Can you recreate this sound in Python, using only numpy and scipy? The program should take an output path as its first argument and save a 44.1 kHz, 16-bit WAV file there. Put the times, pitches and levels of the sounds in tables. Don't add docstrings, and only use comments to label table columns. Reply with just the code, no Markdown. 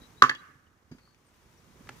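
import sys
import numpy as np
from scipy import signal
from scipy.fft import rfft, irfft
from scipy.io import wavfile

SR = 44100
rng = np.random.default_rng(int(sys.argv[2]) if len(sys.argv) > 2 else 0)


def generate_wav(sig):
    pcm = np.round(np.clip(np.atleast_2d(sig).T, -1, 1) * 32767).astype(np.int16)
    wavfile.write(sys.argv[1], SR, pcm)


N = 88200
T = np.arange(N) / SR

# t/s, deck level/dB, fork level/dB, thump level/dB, crunch level/dB, crunch fade/s
BLOWS = [(0.2217, 4.5, -6.5, -22.5, -21.5, 0.16), (0.2946, -33, -12, -42.5, -20.5, 0.034),
         (0.349, -66.5, -62.5, -56.5, -36.5, 0.026), (0.9154, -74, -75, -53, -51, .09),
         (0.983, -64.5, -69, -65, -56, 0.093), (1.075, -54.5, -81, -89, -75, 0.044),
         (1.1461, -73.5, -73, -73, -45.5, 0.0054), (1.871, -52.5, -51.5, -72, -47.5, 0.025),
         (1.8903, -65.5, -77, -45.5, -31.5, 0.024)]


def from_db(db):
    return 10 ** (np.asarray(db) / 20)


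def unit_level(x):
    return x / np.sqrt(np.mean(x ** 2) + 1e-20)


def coloured(x, curve):
    hz, db = np.transpose(curve)
    size = 2 * N
    freqs = np.fft.rfftfreq(size, 1 / SR)
    gain = from_db(np.interp(np.log(freqs + 1e-9), np.log(hz), db))
    folded = irfft(np.log(gain))
    folded[1:N] *= 2
    folded[N + 1:] = 0
    return irfft(rfft(x, size) * np.exp(rfft(folded)))[..., :N]


def low_pass(x, hz):
    return signal.sosfilt(signal.butter(2, min(hz, SR / 2 - 100), fs=SR, output="sos"), x + 1e-18)


def high_pass(x, hz):
    return signal.sosfilt(signal.butter(2, hz, "high", fs=SR, output="sos"), x + 1e-18)


def delayed(x, seconds):
    freqs = np.fft.rfftfreq(2 * N, 1 / SR)
    return irfft(rfft(x, 2 * N) * np.exp(-2j * np.pi * freqs * seconds))[:N]


def rising(start, rise):
    return 1 - np.exp(-np.maximum(T - start, 0) / rise)


def dying(start, fade):
    return (T >= start) * np.exp(-np.log(1000) * np.maximum(T - start, 0) / fade)


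def drift(hz):
    return unit_level(low_pass(rng.standard_normal(N + SR), hz)[SR:])


def stereo_noise(curve, alike):
    mid, side = rng.standard_normal((2, N))
    pair = np.sqrt(1 + alike) * mid + np.sqrt(1 - alike) * np.array([side, -side])
    return unit_level(coloured(pair, curve))


def struck(tones, times, levels_db):
    knocks = np.zeros(N)
    knocks[(times * SR).astype(int)] = from_db(levels_db)
    ring = sum((-1) ** k * from_db(db) * np.sin(2 * np.pi * hz * T) * dying(0, fade)
               for k, (hz, db, fade) in enumerate(tones))
    return signal.fftconvolve(knocks, ring)[:N]


def open_air():
    # f/Hz, level/dB
    hush = [(100, -0.5), (400, -4.5), (700, -9), (1200, -2.5), (2500, -16), (6000, -18.5), (15000, -33)]
    return from_db(-76) * stereo_noise(hush, alike=0.4)


def park_echo(x):
    # delay/s, build-up/s, fade/s, level/dB, bass edge/Hz, treble edge/Hz
    washes = [(.006, 0.0015, 0.25, -15.5, 60, 15000), (0.029, 0.11, 1.4, -31.5, 1600, 2301),
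              (0.168, 0.1, 0.27, -29, 1480, 2720)]
    echo = 0
    for delay, rise, fade, db, bass_hz, treble_hz in washes:
        shape = dying(delay, fade) * rising(delay, rise)
        scatter = rng.standard_normal((2, N)) * shape / np.linalg.norm(shape)
        dulled = low_pass(low_pass(scatter, treble_hz), treble_hz)
        echo = echo + from_db(db) * high_pass(high_pass(dulled, bass_hz), bass_hz)
    return signal.fftconvolve(x[None], echo, axes=1)[:, :N]


def ramp_echoes(x):
    # delay/s, level/dB
    bounces = [(.00862, -16), (.01637, -8), (.02329, -14), (.0365, -29), (.0427, -23)]
    since_landing = np.maximum(T - BLOWS[0][0], 0)
    weakened = x * from_db(-5 * since_landing)
    return low_pass(sum(from_db(db) * delayed(weakened, delay) for delay, db in bounces), hz=1900)


def rolling():
    # t/s, rumble level/dB, hiss level/dB
    ride = [(0, -53.5, -64), (.2, -59.5, -66.5), (.45, -63.5, -69.5), (0.621, -66, -76), (0.848, -68, -78),
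            (.96, -60.5, -72), (1.17, -68.5, -75.5), (1.349, -64, -70), (1.72, -59.5, -67.5),
            (1.85, -53, -64.5), (2, -56, -61.5)]
    # f/Hz, level/dB
    rumble_tone = [(20, -13), (45, -2), (120, -2), (200, -5), (350, -9.5), (500, -12.5), (900, -32),
                   (2000, -51)]
    # f/Hz, level/dB
    hiss_tone = [(300, -26.5), (600, -8), (950, -4), (1300, -6), (2400, -9), (3300, -8), (4500, -9.5),
                 (6200, -7.5), (8000, -13.5), (15000, -21)]
    times, rumble_db, hiss_db = np.transpose(ride)
    rumble_trim_db, hiss_trim_db, flicker_db = -3.5, 4, 1.5
    rumble = from_db(rumble_trim_db + np.interp(T, times, rumble_db) + flicker_db * drift(38))
    hiss = from_db(hiss_trim_db + np.interp(T, times, hiss_db) + flicker_db / 2 * drift(60))
    return rumble * stereo_noise(rumble_tone, alike=0.8) + hiss * stereo_noise(hiss_tone, alike=0.3)


def squeaks():
    # t/s, length/s, start f/Hz, end f/Hz, level/dB, pitch wobble/Hz
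    whistles = [(0.002, 0.075, 3840, 3940, -55.5, 70), (0.159, 0.087, 3730, 4100, -58, 80),
                (0.373, 0.039, 4000, 3970, -55.5, 109), (0.658, 0.031, 3044, 2930, -70, 115),
                (0.967, 0.21, 4500, 4480, -66.5, 150), (1.256, 0.043, 8760, 8380, -69, 220),
                (1.567, 0.035, 5700, 5780, -66.5, 120)]
    tremble_db = 3
    out = np.zeros(N)
    for start, length, start_hz, end_hz, db, wobble_hz in whistles:
        along = np.clip((T - start) / length, 0, 1)
        hz = start_hz + (end_hz - start_hz) * np.sin(np.pi / 2 * along) + wobble_hz * drift(250)
        loudness = from_db(db + tremble_db * drift(70)) * np.sin(np.pi * along)
        out += loudness * np.sin(2 * np.pi * np.cumsum(hz) / SR)
    return out


def thuds():
    # t/s, level/dB, f/Hz
    bumps = [(0.554, -51, 141), (0.670, -55.5, 87.9), (0.912, -39.5, 148), (0.914, -42.5, 352),
             (0.9216, -33.5, 252.3), (0.927, -45, 193), (0.949, -43, 260), (1.746, -55, 110),
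             (1.806, -43.5, 235)]
    swings, grit_db = 10.6, -18
    out = np.zeros(N)
    for start, db, hz in bumps:
        grit = from_db(grit_db) * drift(hz)
        tone = np.sin(2 * np.pi * hz * (T - start))
        out += from_db(db) * dying(start, swings / hz) * (grit - tone)
    return out


def wheel_taps():
    # t/s, level/dB
    taps = [(1.8891, -49.5), (1.8928, -38)]
    # f/Hz, level/dB, fade/s
    wheel = [(792, 1, 0.017), (1370, 6, 0.011), (1726, -1, 0.03), (2624, -8, 0.023)]
    return struck(wheel, *np.transpose(taps))


def small_parts():
    # t/s, level/dB
    jolts = [(0.2228, -12.5)]
    # f/Hz, level/dB, fade/s
    tube = [(2764, 0, 0.031), (2940, -1.5, .018), (5330, -10, .05), (6350, -12.5, .04)]
    # t/s, level/dB
    rattles = [(0.3528, -40), (0.357, -43.5), (0.3641, -51)]
    # f/Hz, level/dB, fade/s
    clamp = [(2880, 0, .04), (3140, -3, .04), (3330, 5, 0.031)]
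    # t/s, level/dB
    pings = [(0.9145, -54), (0.9215, -50)]
    # f/Hz, level/dB, fade/s
    brake = [(2240, -5, 0.046), (4785, 1, 0.16), (6498, -10.5, 0.14)]
    return (struck(tube, *np.transpose(jolts))
            + struck(clamp, *np.transpose(rattles))
            + struck(brake, *np.transpose(pings)))


def metal():
    # f/Hz, level/dB, fade/s
    deck = [(1036, -9, .03), (1157, 0, .027), (1280, -1.5, .022), (1510, -7.5, .026)]
    # f/Hz, level/dB, fade/s
    fork = [(1637, 1, .028), (1747, -1.5, 0.045), (1930, -4.5, 0.03), (2172, -10, 0.026), (3206, -6, .016),
            (4540, -3, .016)]
    times, deck_db, fork_db = np.transpose(BLOWS)[:3]
    lead_s = 0.0012
    deck_ring = struck(deck, times - lead_s, deck_db)
    bright_ring = struck(fork, times, fork_db) + small_parts()
    return high_pass(deck_ring, hz=420) + high_pass(bright_ring, hz=1700)


def clacks():
    # f/Hz, level/dB, fade/s
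    thump = [(88, -13, .13), (133.73, -9.5, .14), (254, -4.5, 0.11), (370, -3.5, 0.076), (422, -6, 0.051),
             (525.6, -6.5, .07)]
    # f/Hz, level/dB
    grit = [(300, -6.5), (650, -8.5), (950, -1), (1800, 1), (2500, 3), (4500, -2.5), (6500, -2.5),
            (8000, -14.5), (11000, -20.5), (16000, -26.5)]
    times, _, _, thump_db, crunch_db, crunch_fades = np.transpose(BLOWS)
    bursts = sum(from_db(db) * dying(start, fade) * rising(start, rise=0.00035)
                 for start, db, fade in zip(times, crunch_db, crunch_fades))
    crunch = bursts * unit_level(coloured(rng.standard_normal(N), grit))
    return metal() + struck(thump, times, thump_db) + crunch


def scene():
    # t/s, delay at the right microphone/s
    crossing = [(.9, .00007), (1.9, -.00009)]
    # f/Hz, level/dB
    shade = [(1600, 0), (4500, -4.5), (7000, -4)]
    clack = clacks() + wheel_taps()
    left = clack + ramp_echoes(clack) + thuds()
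    right_delay = np.interp(T, *np.transpose(crossing))
    right = coloured(np.interp(T - right_delay, T, left), shade)
    scooter = from_db(-3) * (np.array([left, right]) + park_echo(clack))
    return scooter + rolling() + squeaks() + open_air()


def record(dry):
    # f/Hz, level/dB
    right_tone = [(100, 3), (1200, 4.5), (2300, 3.5), (3200, -5), (4600, -13), (7500, -11.5), (10500, -3),
                  (14000, -0.5)]
    overload, top_hz = 0.94, 15500
    heard = high_pass(np.array([dry[0], coloured(dry[1], right_tone)]), hz=30)
    clipped = np.clip(heard, -overload, overload)
    return signal.sosfilt(signal.ellip(10, .1, 80, top_hz, fs=SR, output="sos"), clipped)


dry = scene()
out = record(dry)
generate_wav(out)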